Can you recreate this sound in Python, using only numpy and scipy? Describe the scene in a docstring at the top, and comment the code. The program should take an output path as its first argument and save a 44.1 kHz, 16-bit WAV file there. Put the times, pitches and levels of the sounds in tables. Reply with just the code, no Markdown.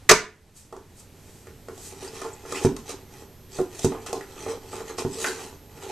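"""A small bare room. A plastic lid snaps onto a bucket, its rim jumping the bead in quick steps.
A wooden stick is then worked up and down through a collar in the lid: it rubs, groans, squeaks and
clacks in the collar and thumps on the bucket's bottom. Sleeves brush past over a faint hum.
Automatic gain ducks at the snap and creeps back; a thin, steady electronic whine is heard louder
as the gain recovers."""
import sys
import numpy as np
from scipy import signal
from scipy.fft import rfft, irfft, next_fast_len
from scipy.io import wavfile
from scipy.ndimage import uniform_filter1d, map_coordinates

SR = 44100
rng = np.random.default_rng(int(sys.argv[2]) if len(sys.argv) > 2 else 0)


def master(y):
    """Save y as 16-bit WAV."""
    cut = np.clip(np.atleast_2d(y).T, -1, 1)
    pcm = np.round(cut * 32767)  # scale
    wavfile.write(sys.argv[1], SR, pcm.astype(np.int16))


N = 260631

# Rim steps over the bead. 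Each row: start in seconds, relative level in dB.
RIM_STEPS = [(0.0912, -15.5), (0.0938, 8), (0.0988, 5.5), (0.11, 4), (0.1147, 7.5)]
# Lid resonances. Each row: frequency in Hz, width in Hz, gain in dB.
LID_MODES = [(427, 23, 8), (423, 45, -2), (1030, 66, 0.5), (1390, 140, -5), (1770, 97, -2),
             (2000, 570, -5.5), (3783, 280, -9.5), (6650, 250, -11), (7800, 220, -13)]
# Rim crack. Each row: frequency in Hz, spectral density in dB.
CRACK_SPECTRUM = [(60, -26), (150, -10.5), (320, -4.5), (420, -1), (800, -8.5), (1050, 2), (1800, -1),
                  (3000, -11), (4000, -8.5), (5800, -4.5), (8000, -12), (11000, -21.5), (14000, -33.5)]

def lid_snap(seating_db_per_s=350):
    """Each step of the rim cracks and rings the lid, which rings less as it seats and stiffens."""
    out = np.zeros((2, N))
    lid = unit_hit(ring(signal.unit_impulse(SR // 4), LID_MODES))
    for start_s, db in RIM_STEPS:
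        crack = unit_hit(coloured(burst(t60_s=0.044), CRACK_SPECTRUM))
        lid_db = -10 - seating_db_per_s * (start_s - RIM_STEPS[0][0])
        add(out, start_s, amp(db) * (amp(-8.5) * crack + amp(lid_db) * lid))
    return room(out, wet_db=-12.5, dull_hz=1250)


# Stick landings. Each row: start in seconds, relative boom and tick levels in dB.
LANDINGS = [(2.649, -2.5, -31), (3.846, -5, -24), (5.05, -12, -57)]
# Loaded bottom and wall. Each row: frequency in Hz, width in Hz, gain in dB.
BOTTOM_MODES = [(35.5, 8.4, -10.5), (112, 12.1, -16.5), (157.5, 41, -17.5), (239.4, 14, -8.5),
                (292, 30, -6), (393, 56, 0.5), (443, 8.9, -3.5), (693, 27, -10.5), (953, 110, 2.5),
                (1550, 360, 1)]

def stick_thumps():
    """The stick's blunt foot pushes the bottom down and booms the bucket; its shaft scuffs the collar."""
    out = np.zeros((2, N))
    bottom = ring(-signal.unit_impulse(SR // 4), BOTTOM_MODES)
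    boom = unit_hit(soft(bottom, edge_hz=353, order=3))
    for start_s, boom_db, tick_db in LANDINGS:
        tick = unit_hit(coloured(burst(t60_s=0.048), HISS_SPECTRUM))
        add(out, start_s, amp(boom_db - 10.5) * boom + amp(tick_db - 7.5) * tick)
    return room(out, wet_db=-8.5)


# Lid and the air under it. Each row: frequency in Hz, width in Hz, gain in dB.
BUCKET_MODES = [(297, 32, -10), (388, 39, -2.5), (444.2, 5.7, -1.5), (652, 30, -23.5), (847, 87, -19.5),
                (1030, 230, -19)]

def bucket_body(x):
    """The bucket driven at its lid, which hardly moves the deep modes."""
    return filtered(ring(x, BUCKET_MODES), lambda hz: (1j * hz / (1j * hz + 170)) ** 2)


def hollow_note(edge_hz):
    """One soft tap on the lid rings the bucket."""
    return unit_hit(soft(bucket_body(signal.unit_impulse(SR // 4)), edge_hz, order=3))


# Knocks on collar and lid. Each row: start in seconds, clack level in dB, clack pitch in Hz,
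# body level in dB, tick level in dB. Levels are relative.
COLLAR_KNOCKS = [(0.726, -25, 825, -22, -41), (0.765, -32, 920, -28, -41.5), (1.47, -37.5, 1560, -32, -46),
                 (1.685, -32.5, 1070, -23.5, -43.5), (1.778, -40, 780, -36, -39.5),
                 (1.923, -41, 728, -31.5, -44), (2.217, -23.5, 1050, -24.5, -33),
                 (2.248, -23.5, 900, -28, -55), (2.452, -34.5, 1210, -28, -58),
                 (2.523, -25, 1132, -18.5, -27), (2.765, -33, 1140, -41, -31),
                 (2.893, -34, 750, -27.5, -29), (3.587, -24, 820, -20.5, -42), (3.613, -31, 847, -28, -40),
                 (3.792, -34, 698, -32, -26), (3.92, -24.5, 849.5, -22, -51), (3.947, -25.5, 830, -29, -59),
                 (4.063, -29, 846, -32, -33), (4.129, -18, 840, -15, -25), (4.209, -30, 1690, -41, -41),
                 (4.464, -27, 780, -18, -58), (4.731, -24.5, 920, -23.5, -56), (4.805, -31, 830, -25, -58),
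                 (4.899, -36, 954, -28, -49), (4.984, -23, 866, -17.5, -39), (5.243, -10, 1470, -23, -32)]

def collar_knocks():
    """Stick and hands strike: a hollow note of the bucket, a clack of the collar, a bright tick."""
    out = np.zeros((2, N))
    hollow = hollow_note(edge_hz=770)
    for start_s, clack_db, hz, body_db, tick_db in COLLAR_KNOCKS:
        collar = ring(burst(t60_s=0.045), [(hz, 0.33 * hz, 0)])
        clack = unit_hit(soft(collar, edge_hz=2.07 * hz, order=2))
        tick = unit_hit(coloured(burst(t60_s=0.037), HISS_SPECTRUM))
        knock = amp(body_db - 14.5) * hollow + amp(clack_db - 16.5) * clack + amp(tick_db - 12.5) * tick
        add(out, start_s, knock)
    return room(out, wet_db=-4)


# Stick strokes. Each row: time of full speed, rise and fall in seconds, relative level in dB,
# hiss trim in dB.
STICK_STROKES = [(2.022, 0.074, 0.16, -44.5, 2.5), (2.211, 0.2, 0.26, -42.5, -0.5),
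                 (2.563, 0.14, 0.13, -33, 0), (2.658, 0.05, 0.029, -35.5, 3),
                 (2.909, 0.072, 0.046, -42.5, 3.5), (3.188, 0.12, 0.093, -45.5, -1.5),
                 (3.569, 0.082, 0.078, -40.5, 2.5), (3.852, 0.16, 0.052, -41, 6.5),
                 (3.94, 0.089, 0.2, -56, -8), (4.069, 0.012, 0.053, -35.5, 1.5),
                 (4.492, 0.32, 0.17, -38.5, -4), (4.779, 0.21, 0.13, -40.5, -2),
                 (4.9, 0.071, 0.079, -37, -5), (4.988, 0.022, 0.095, -32, 0),
                 (5.265, 0.26, 0.11, -37.5, 6.5), (5.442, 0.52, 0.17, -42, -1),
                 (5.88, 0.19, 0.15, -38, -5.5)]
# Light rubbing between strokes. Each row: time in seconds, relative level in dB.
LIGHT_RUB = [(0.4, -63), (1.602, -62.5), (2.002, -49.5), (2.699, -55.5), (3.401, -65), (3.998, -48.5),
             (4.402, -55.5), (5.302, -64), (5.7, -61.5)]
# Collar friction, mid rasp and bright hiss. 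Each row: frequency in Hz, spectral density in dB.
RASP_SPECTRUM = [(290, -28.5), (500, -25), (714, -10), (821, 0), (1550, -8), (2050, -8), (2680, -11.5),
                 (3360, -17.5), (3760, -28.5), (4000, -14.5), (5200, -41.5), (8800, -120)]
HISS_SPECTRUM = [(1500, -21.5), (3000, -8), (4600, -5), (6200, -0.5), (8000, -1.5), (9300, -7),
                 (12000, -14), (14000, -19.5)]

def stick_sliding(drone_db=-41.5, drone_lag_s=0.035, typical_stroke_db=-42):
    """Friction in the collar rasps, hisses and sets the bucket droning and rattling."""
    times_s, light_db = np.transpose(LIGHT_RUB)
    light = amp(np.interp(np.arange(N) / SR, times_s, light_db))
    rasp_power, hiss_power = light ** 2, (amp(-6.5) * light) ** 2
    for peak_s, rise_s, fall_s, db, hiss_db in STICK_STROKES:
        stroke = amp(db) * swell(peak_s, rise_s, fall_s)
        rasp_power += stroke ** 2
        hiss_power += (amp(hiss_db) * stroke) ** 2
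    pole = np.exp(-1 / (drone_lag_s * SR))
    drive = np.sqrt(signal.lfilter([1 - pole], [1, -pole], rasp_power)) / amp(typical_stroke_db)
    rub = friction() * amp(2.3 * wobble(35))
    body = unit(soft(bucket_body(rub), edge_hz=1200, order=2))
    drone = amp(drone_db) * drive ** 0.95 * (body + stick_rattle())
    rasp = np.sqrt(rasp_power) * unit(wandering_contact(coloured(rub, RASP_SPECTRUM), depth_db=2.5))
    hiss = np.sqrt(hiss_power) * unit(wandering_contact(coloured(rub, HISS_SPECTRUM), depth_db=3))
    return drone + room(amp(-4.5) * rasp + amp(-1) * hiss, wet_db=-9, dull_hz=1130)


def friction(grain_db=2, catches_per_s=150, catch_db=11.5):
    """Uneven grains of rubbing, with tiny ticks where the surfaces catch."""
    grains = noise(N) * amp(grain_db * wobble(450))
    catches = (rng.random(N) < catches_per_s / SR) * rng.standard_normal(N)
    return grains + amp(catch_db) * catches


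def wandering_contact(x, depth_db):
    """Narrow resonances come and go as the point of contact wanders."""
    spectra = signal.stft(x, nperseg=512)[2]
    patches = uniform_filter1d(rng.standard_normal(spectra.shape[1:]), size=4, axis=0)
    patches = uniform_filter1d(patches, size=9, axis=1)
    return signal.istft(spectra * amp(depth_db * unit(patches)), nperseg=512)[1][:, :N]


def stick_rattle(taps_per_s=12, spread_db=2):
    """Small random taps of the loose stick, each a hollow note of the bucket."""
    taps = (rng.random(N) < taps_per_s / SR) * amp(spread_db * rng.standard_normal(N))
    return amp(-0.5) * signal.fftconvolve(taps, hollow_note(edge_hz=750))[:N]


# Groans in the collar. Each row: start and length in seconds, slip rate in Hz, level in dB.
COLLAR_GROANS = [(2.025, 0.015, 410, -44), (2.246, 0.044, 452, -41), (3.59, 0.026, 365, -19.5),
                 (4.469, 0.07, 455, -36), (5.172, 0.055, 450, -39.5)]

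def collar_groans():
    """Stick-slip: a short, rounded sawtooth pull with a wavering rate and uneven slips."""
    out = np.zeros((2, N))
    for start_s, length_s, slip_hz, db in COLLAR_GROANS:
        n = int(length_s * SR)
        phase = 2 * np.pi * np.cumsum(slip_hz * (1 + 0.0037 * wobble(260)[:n])) / SR
        pull = sum(np.sin(k * phase) * k ** -3.2 for k in range(1, 4))
        grip = amp(4 * wobble(359)[:n]) * arch(n) ** 0.11
        add(out, start_s, amp(db) * grip * pull)
    return room(out, wet_db=-12.5)


# Squeaks in the collar. Each row: start and length in seconds, first and last pitch in Hz, level in dB.
COLLAR_SQUEAKS = [(2.074, 0.018, 4720, 5060, -45), (2.331, 0.013, 7930, 6800, -42),
                  (2.545, 0.053, 2104, 3040, -39)]

def collar_squeaks(width_hz=690, stutter_hz=237.5, stutter_db=2):
    """Stuttering slips excite a narrow resonance that glides as the contact moves along the stick."""
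    out = np.zeros((2, N))
    for start_s, length_s, first_hz, last_hz, db in COLLAR_SQUEAKS:
        n = int(length_s * SR)
        phase = 2 * np.pi * np.cumsum(np.linspace(first_hz, last_hz, n)) / SR
        resonance = wobble(width_hz)[:n] * np.sin(phase) + wobble(width_hz)[:n] * np.cos(phase)
        slips = amp(stutter_db * wobble(stutter_hz)[:n])
        add(out, start_s, amp(db) * np.sqrt(arch(n)) * unit(resonance * slips))
    return room(out, wet_db=-23)


# Sleeve and hand passes. Each row: time of full speed, rise and fall in seconds, level in dB.
SLEEVE_PASSES = [(0.57, 0.039, 0.17, -44), (1.0, 0.081, 0.07, -47), (1.349, 0.45, 0.36, -56.5),
                 (1.872, 0.2, 0.12, -41.5)]
# Cloth hiss. Each row: frequency in Hz, spectral density in dB.
CLOTH_SPECTRUM = [(700, -27), (1500, -13), (3500, -10), (5500, -4), (7800, 1), (11000, -9), (14000, -13)]

def sleeve_brushes():
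    """Cloth and skin pass over the lid with a smooth, airy hiss."""
    power = sum((amp(db) * swell(*timing_s)) ** 2 for *timing_s, db in SLEEVE_PASSES)
    cloth = unit(coloured(noise(N), CLOTH_SPECTRUM))
    return room(np.sqrt(power) * cloth, wet_db=-9.5, dull_hz=1121)


# Machine hum. Each row: frequency in Hz, level in dB.
HUM_TONES = [(92, -56), (120, -68.5), (157, -69)]
# Room noise. Each row: frequency in Hz, spectral density in dB.
AIR_SPECTRUM = [(20, -4.5), (95, -3), (250, -10), (400, -17), (520, -17), (1100, -26), (3000, -28),
                (8300, -31), (12000, -34.5), (14000, -47)]

def background(whine_hz=12857, whine_db=-63, gain_dip_db=14.5, recovery_s=1.3, air_db=-50):
    """Low room noise, a wavering hum and a thin, steady whine, heard louder as the gain recovers."""
    t = np.arange(N) / SR
    def tone(hz, db, waver_rad):
        return amp(db) * np.sqrt(2) * np.sin(2 * np.pi * hz * t + waver_rad * wobble(19))
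    hum = sum(tone(hz, db, waver_rad=1.6) for hz, db in HUM_TONES)
    recovering_gain = amp(-gain_dip_db * np.exp(-t / recovery_s))  # set curve, on the whine only
    whine = tone(whine_hz, whine_db, waver_rad=0.6) * recovering_gain
    return hum + whine + amp(air_db) * unit(coloured(noise(N), AIR_SPECTRUM))


# Wall echoes. Each row: delay in seconds, linear gain.
WALL_ECHOES = [(0.0015, 0.84), (0.0081, 0.38), (0.0104, 0.22), (0.0129, 0.34), (0.0206, 0.27),
               (0.0214, 0.3)]
# Room decay. Each row: frequency in Hz, T60 in seconds.
ROOM_T60 = [(100, 0.44), (400, 0.26), (1800, 0.33), (6000, 0.25), (12000, 0.2)]

def room(x, wet_db, dull_hz=2600, build_s=0.015):
    """Near walls throw back dull echoes; a diffuse tail builds up and dies."""
    def walls(hz):
        delays = sum(gain * np.exp(-2j * np.pi * hz * delay_s) for delay_s, gain in WALL_ECHOES)
        return delays / (1 + 1j * hz / dull_hz)
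    hz, t, spectra = signal.stft(noise(SR // 2), SR, nperseg=256)
    fade = amp(-60 * t / along(ROOM_T60, hz)[:, None]) * (1 - np.exp(-(t / build_s) ** 2))
    tail = signal.istft(spectra * fade, SR, nperseg=256)[1]
    reverb = signal.fftconvolve(x, tail / np.linalg.norm(tail[0]), axes=1)[:, :N]
    return x + filtered(x, walls) + amp(wet_db) * reverb


# Stereo likeness. Each row: frequency in Hz, left-right correlation.
COHERENCE = [(100, 0.98), (600, 0.96), (1400, 0.96), (3000, 0.88), (6400, 0.72), (13000, 0.21)]

def noise(size):
    """White stereo noise, alike in the bass and diverging in the treble."""
    def mid_side_gains(hz):
        angle = np.arccos(np.clip(along(COHERENCE, hz), -1, 1)) / 2
        return np.array([np.cos(angle), np.sin(angle)])
    mid, side = filtered(rng.standard_normal((2, size)), mid_side_gains)
    return np.array([mid + side, mid - side])


def burst(t60_s):
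    """A decaying puff of stereo noise."""
    t = np.arange(SR // 4) / SR
    return noise(len(t)) * amp(-60 * t / t60_s)


def swell(peak_s, rise_s, fall_s, edge_db=-25.5, roundness=1.18):
    """Gain of one sliding move: it speeds up to its peak and slows again."""
    t = np.arange(N) / SR - peak_s
    away = np.maximum(-t / rise_s, t / fall_s)
    return amp(edge_db * np.abs(away) ** roundness)


def arch(n):
    """Half-sine envelope of n samples."""
    return np.abs(np.sin(np.linspace(0, np.pi, n)))


def wobble(knots_per_s):
    """A smooth random curve."""
    knots = rng.standard_normal(int(N * knots_per_s / SR) + 4)
    return map_coordinates(knots, [np.arange(N) * knots_per_s / SR])


def soft(x, edge_hz, order):
    """Low-pass: a soft contact holds no treble."""
    return signal.sosfilt(signal.butter(order, min(edge_hz, 0.4 * SR), fs=SR, output="sos"), x)


def ring(x, modes):
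    """x through parallel resonances."""
    return filtered(x, lambda f: sum(amp(db) * 1j * f * width / (hz * hz - f * f + 1j * f * width)
                                     for hz, width, db in modes))


def coloured(x, spectrum):
    """x shaped by (Hz, dB) points."""
    return filtered(x, lambda hz: amp(along(spectrum, hz)))


def filtered(x, response):
    """x through a complex frequency response."""
    n = x.shape[-1]
    padded = next_fast_len(n + SR // 4)
    return irfft(rfft(x, padded) * response(np.fft.rfftfreq(padded, 1 / SR)), padded)[..., :n]


def along(points, hz):
    """Interpolate (Hz, value) points on a log axis."""
    knots_hz, values = np.transpose(points)
    return np.interp(np.log(hz + 1), np.log(knots_hz + 1), values)


def amp(db):
    """Decibels to gain."""
    return 10 ** (np.asarray(db) / 20)


def unit(x):
    """x at rms 1."""
    return x / np.sqrt(np.mean(x ** 2) + 1e-20)


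def unit_hit(x):
    """x with the energy of 20 ms at rms 1."""
    return x / np.sqrt(np.mean(np.sum(x ** 2, axis=-1)) / (SR / 50))


def add(track, start_s, sound):
    """Mix a sound into the track."""
    part = track[:, round(start_s * SR):][:, :sound.shape[-1]]
    part += sound[..., :part.shape[1]]


# Microphone pair. Each row: frequency in Hz, left minus right in dB.
MIC_BALANCE = [(200, -1.93), (1200, -1.6), (4500, -1), (6500, -4), (8500, 6.5), (11500, -6)]

def scene():
    """The bucket stands a little to the right; each microphone port has its own treble colour."""
    mix = lid_snap() + stick_thumps() + collar_knocks() + collar_groans() + collar_squeaks()
    mix = mix + stick_sliding() + sleeve_brushes() + background()
    return filtered(mix, lambda hz: amp(np.outer([0.5, -0.5], along(MIC_BALANCE, hz))))


def record(dry, limit_db=9, release_db_per_s=9, ceiling=0.92, top_hz=14250):
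    """Gain control ducks at a peak and recovers slowly; a soft clip and a steep low-pass follow."""
    recovery_db = release_db_per_s * np.arange(N) / SR
    over_db = np.maximum(20 * np.log10(np.abs(dry).max(axis=0) + 1e-9) - limit_db, 0)
    duck_db = np.maximum.accumulate(over_db + recovery_db) - recovery_db
    ducked = dry * amp(-uniform_filter1d(duck_db, size=64))
    clipped = ducked / (1 + np.abs(ducked / ceiling) ** 6) ** (1 / 6)
    return filtered(clipped, lambda hz: 1 / (1 + (hz / top_hz) ** 120))


dry = scene()
out = record(dry)
master(out)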